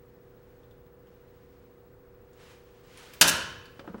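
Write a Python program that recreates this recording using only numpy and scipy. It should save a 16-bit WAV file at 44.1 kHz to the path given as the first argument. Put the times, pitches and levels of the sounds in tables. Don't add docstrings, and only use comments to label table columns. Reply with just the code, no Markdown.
import sys
import numpy as np
from scipy import signal
from scipy.fft import rfft, irfft, next_fast_len
from scipy.io import wavfile
from scipy.ndimage import map_coordinates

SR = 44100
rng = np.random.default_rng(int(sys.argv[2]) if len(sys.argv) > 2 else 0)


def waveform_to_disk(signal):
    frames = np.transpose(np.atleast_2d(signal))
    scaled = np.clip(frames, -1, 1) * 32767
    samples = np.round(scaled).astype(np.int16)
    wavfile.write(sys.argv[1], SR, samples)


N = 176400

# start_s, level_db, tear_s, tilt_db_per_octave
FRACTURES = [(3.2123, -16, 0.0013, 6.5), (3.2119, -8.5, 0.0027, -1), (3.2139, -10.5, 0.004, 0),
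             (3.2195, -16.5, 0.0022, 0.5), (3.2235, -16, 0.0035, -3), (3.2705, -30.5, .002, 6.5),
             (3.2773, -19, 0.0013, 2.5), (3.282, -17, 0.0022, 2), (3.29, -21.5, 0.0066, 2.5)]
# pitch_hz, relative_db, t60_s
STICK_MODES = [(170.1, -24.5, 0.47), (635.7, -32, .45), (907, -41.5, 0.24), (1068, -32, 1), (1441, -30, .6),
               (1468, -26, 0.49), (1557, -29, 0.2), (1694, -32, 1), (1708, -32, 0.9), (2720, -24, .25),
               (3015, -28, 0.94), (3700, -30.5, 0.11), (6000, -32, .28), (6180, -25.5, .25)]


def amp(db):
    return 10 ** (np.asarray(db) / 20)


def unit(x):
    return x / np.sqrt(np.mean(x ** 2) + 1e-20)


def along(points, hz):
    freq_hz, values = np.transpose(points)
    return np.interp(np.log(hz + 1), np.log(freq_hz + 1), values)


def since(start_s):
    return np.maximum(np.arange(N) / SR - start_s, 0)


def wobble(rate_hz):
    knots = rng.standard_normal(int(N * rate_hz / SR) + 4)
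    return map_coordinates(knots, [np.arange(N) * rate_hz / SR], order=1)


def colour(x, curve_db):
    taps = 8192
    gain = unit(amp(curve_db(np.fft.rfftfreq(taps, 1 / SR))))
    cepstrum = irfft(np.log(np.maximum(gain, 1e-6)), taps)
    cepstrum[1:taps // 2] *= 2
    cepstrum[taps // 2 + 1:] = 0
    return signal.oaconvolve(x, irfft(np.exp(rfft(cepstrum)), taps))[:N]


def noise(spectrum):
    return unit(colour(rng.standard_normal(N), lambda hz: along(spectrum, hz)))


def fade(t, t60_s):
    return np.exp(-np.minimum(np.log(1000) * t / t60_s, 20))


def rise(t, tau_s):
    return 1 - np.exp(-t / tau_s)


def puff(start_s, t60_s):
    t = since(start_s)
    return (t > 0) * fade(t, t60_s) * rng.standard_normal(N)


def room(x, wet_db=-5.5):
    decay = [(100, 1), (500, 0.66), (1500, 0.79), (3000, 0.72), (5500, 0.59), (8000, 0.46), (11000, 0.39),
             (16000, .25)]
    spectrum = [(100, 7.5), (700, 5), (1600, 3), (3000, -2.5), (7000, -5), (15000, -5.5)]
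    build_s, early_db = 0.0052, -5.5
    hz, frame_s, bands = signal.stft(rng.standard_normal(SR), SR, nperseg=256)
    bands = bands * fade(frame_s, along(decay, hz)[:, None]) * amp(along(spectrum, hz))[:, None]
    t = np.arange(SR) / SR
    tail = signal.istft(bands, SR, nperseg=256)[1][:SR]
    tail *= 1 - np.exp(-(t / build_s) ** 2)
    early = rng.standard_normal(SR) * (rng.random(SR) < 0.02)
    early *= fade(t, t60_s=0.08) * (t > 0.002)
    response = tail / np.linalg.norm(tail) + amp(early_db) * early / np.linalg.norm(early)
    return x + amp(wet_db) * signal.fftconvolve(x, response)[:N]


def tones(lines):
    t = since(0)
    return sum(amp(db) * np.sqrt(2) * np.sin(2 * np.pi * (hz * t + rng.random())) for hz, db in lines)


def motor_hum():
    orders = np.array([1, 2, 4, 9, 12, 13, 14, 15, 16, 17])
    levels = [-73.5, -68.5, -69.5, -72, -68, -65.5, -70.5, -76.5, -60.5, -65.5]
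    shaft_hz = 29.98
    return tones(zip(orders * shaft_hz, levels))


def screen_whine():
    lines = [(15734, -72), (15748, -77)]  # pitch_hz, rms_db
    return tones(lines)


def room_air():
    spectrum = [(15, -21.5), (30, 0), (50, 0.5), (130, 2), (300, -6), (500, -8), (800, -12.5), (1600, -17),
                (3000, -32.5), (7000, -39), (15500, -39)]
    return amp(-58.5) * noise(spectrum)


def sleeve():
    envelope = [(0, -76.5), (.6, -73.5), (.95, -81.5), (1.1, -74), (1.6, -72.5), (2.0, -80), (2.33, -74),
                (2.41, -58), (2.51, -57.5), (2.65, -68.5), (2.83, -66), (3.0, -52.5), (3.2, -56),
                (3.502, -67), (4, -68)]
    spectrum = [(200, -1), (1000, 0), (2000, 0), (2700, -0.5), (3600, -4), (5000, -7), (8000, -12.5),
                (12000, -19.5), (16000, -27.5)]
    level_db = np.interp(since(0), *np.transpose(envelope))
    flutter_db = 0.8 * wobble(rate_hz=60)
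    return amp(level_db + flutter_db) * noise(spectrum)


def ticks():
    fibres = [(.633, -70, 3500), (0.711, -67.5, 3500), (0.864, -72, 3600), (1.07, -70, 3000),
              (2.331, -65.5, 7000), (2.936, -70, 4500), (2.9736, -49.5, 9770), (3.1353, -46, 12790),
              (3.655, -54.5, 4580), (3.9801, -66, 9800)]
    spectrum = [(500, -16), (3000, 0), (8000, -6.5), (15000, -15)]  # freq_hz, relative_db
    peak_db, width_octaves = 12.5, 0.13
    out = np.zeros(N)
    for start_s, level_db, pitch_hz in fibres:
        resonance_db = lambda hz: peak_db / (1 + (np.log2((hz + 1) / pitch_hz) / width_octaves) ** 2)
        burst = puff(start_s, t60_s=0.063)
        out += amp(level_db) * colour(burst, lambda hz: along(spectrum, hz) + resonance_db(hz))
    return out


def wood_db(hz):
    spectrum = [(40, -27.5), (170, -16), (300, -17), (420, -12.5), (600, -5), (800, -13.5), (1020, -5),
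                (1200, -9.5), (1480, -0.5), (2100, -10.5), (2800, 0.5), (3800, -4), (5900, -1.5),
                (9000, -5), (13500, -12), (16000, -17.5)]
    lift_db, half_width_ratio = 2, 0.039
    peaks = [1 / (1 + ((hz / pitch_hz - 1) / half_width_ratio) ** 2) for pitch_hz, _, _ in STICK_MODES]
    return along(spectrum, hz) + lift_db * np.max(peaks, axis=0)


def fracture():
    fibres_per_s, spread_db = 13000, 2
    out = np.zeros(N)
    for start_s, level_db, tear_s, tilt_db_per_octave in FRACTURES:
        t = since(start_s)
        snaps = (rng.random(N) < fibres_per_s / SR) * np.sign(rng.standard_normal(N))
        snaps *= amp(spread_db * rng.standard_normal(N))
        volley = unit(snaps) * (t > 0) * fade(np.maximum(t - tear_s, 0), t60_s=0.033)
        crack = colour(volley, lambda hz: wood_db(hz) + tilt_db_per_octave * np.log2(1 + hz / 1000))
        out += amp(level_db) * room(crack)
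    return out


def stick_ring(start_s):
    jitter_rad = 0.31
    t = since(start_s)
    ring = np.zeros(N)
    for pitch_hz, relative_db, t60_s in STICK_MODES:
        phase = 2 * np.pi * (pitch_hz * t + rng.random()) + jitter_rad * wobble(rate_hz=70)
        ring += amp(relative_db) * fade(t, t60_s) * np.sin(phase)
    return amp(-6) * ring * rise(t, tau_s=0.0034)


def table_shudder(start_s):
    spectrum = [(30, -29.5), (55, -13), (80, 7), (115, 1.5), (175, -0.5), (240, -13.5), (600, -38)]  # freq_hz, relative_db
    t = since(start_s)
    return amp(-43.5) * noise(spectrum) * rise(t, tau_s=0.084) * fade(t, t60_s=1.9)


def knocks():
    contacts = [(3.7938, -40.5, 3180, -51, 318.7), (3.843, -45, 1200, -60, 404),
                (3.853, -54, 1200, -57, 310), (3.8759, -37.5, 1300, -28.5, 309),
                (3.896, -46, 986, -29, 196), (3.9387, -51, 1490, -48, 299), (3.944, -37, 950, -26, 200.6),
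                (3.982, -48, 1100, -49, 353)]
    spectrum = [(50, -17), (200, 4), (450, 2.5), (600, 6), (760, -1.5), (1300, 1.5), (2000, -5.5),
                (3000, -4.5), (6000, -7), (12000, -13)]
    out = np.zeros(N)
    for start_s, scuff_db, cutoff_hz, thud_db, thud_hz in contacts:
        t = since(start_s)
        dulled_db = lambda hz: along(spectrum, hz) - 10 * np.log10(1 + (hz / cutoff_hz) ** 4.55)
        out += amp(scuff_db) * colour(puff(start_s, t60_s=0.074), dulled_db)
        pitch_hz = thud_hz * (1 + 0.024 * rng.standard_normal())
        envelope = rise(t, tau_s=0.0042) * fade(t, t60_s=0.058)
        out += amp(thud_db) * np.sin(2 * np.pi * pitch_hz * t) * envelope
    return out


def scene():
    break_s = FRACTURES[1][0]
    snap = fracture() + stick_ring(break_s) + table_shudder(break_s)
    handling = room(ticks()) + room(knocks(), wet_db=-16) + sleeve()
    background = motor_hum() + screen_whine() + room_air()
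    return (snap + handling + background)[None]


def record(dry):
    ceiling, top_hz = 0.68, 15850
    squashed = dry / (1 + (dry / ceiling) ** 4) ** (1 / 4)
    size = next_fast_len(N + SR // 2)
    passband = np.fft.rfftfreq(size, 1 / SR) < top_hz
    return irfft(rfft(squashed, size) * passband, size)[..., :N]


dry = scene()
out = record(dry)
waveform_to_disk(out)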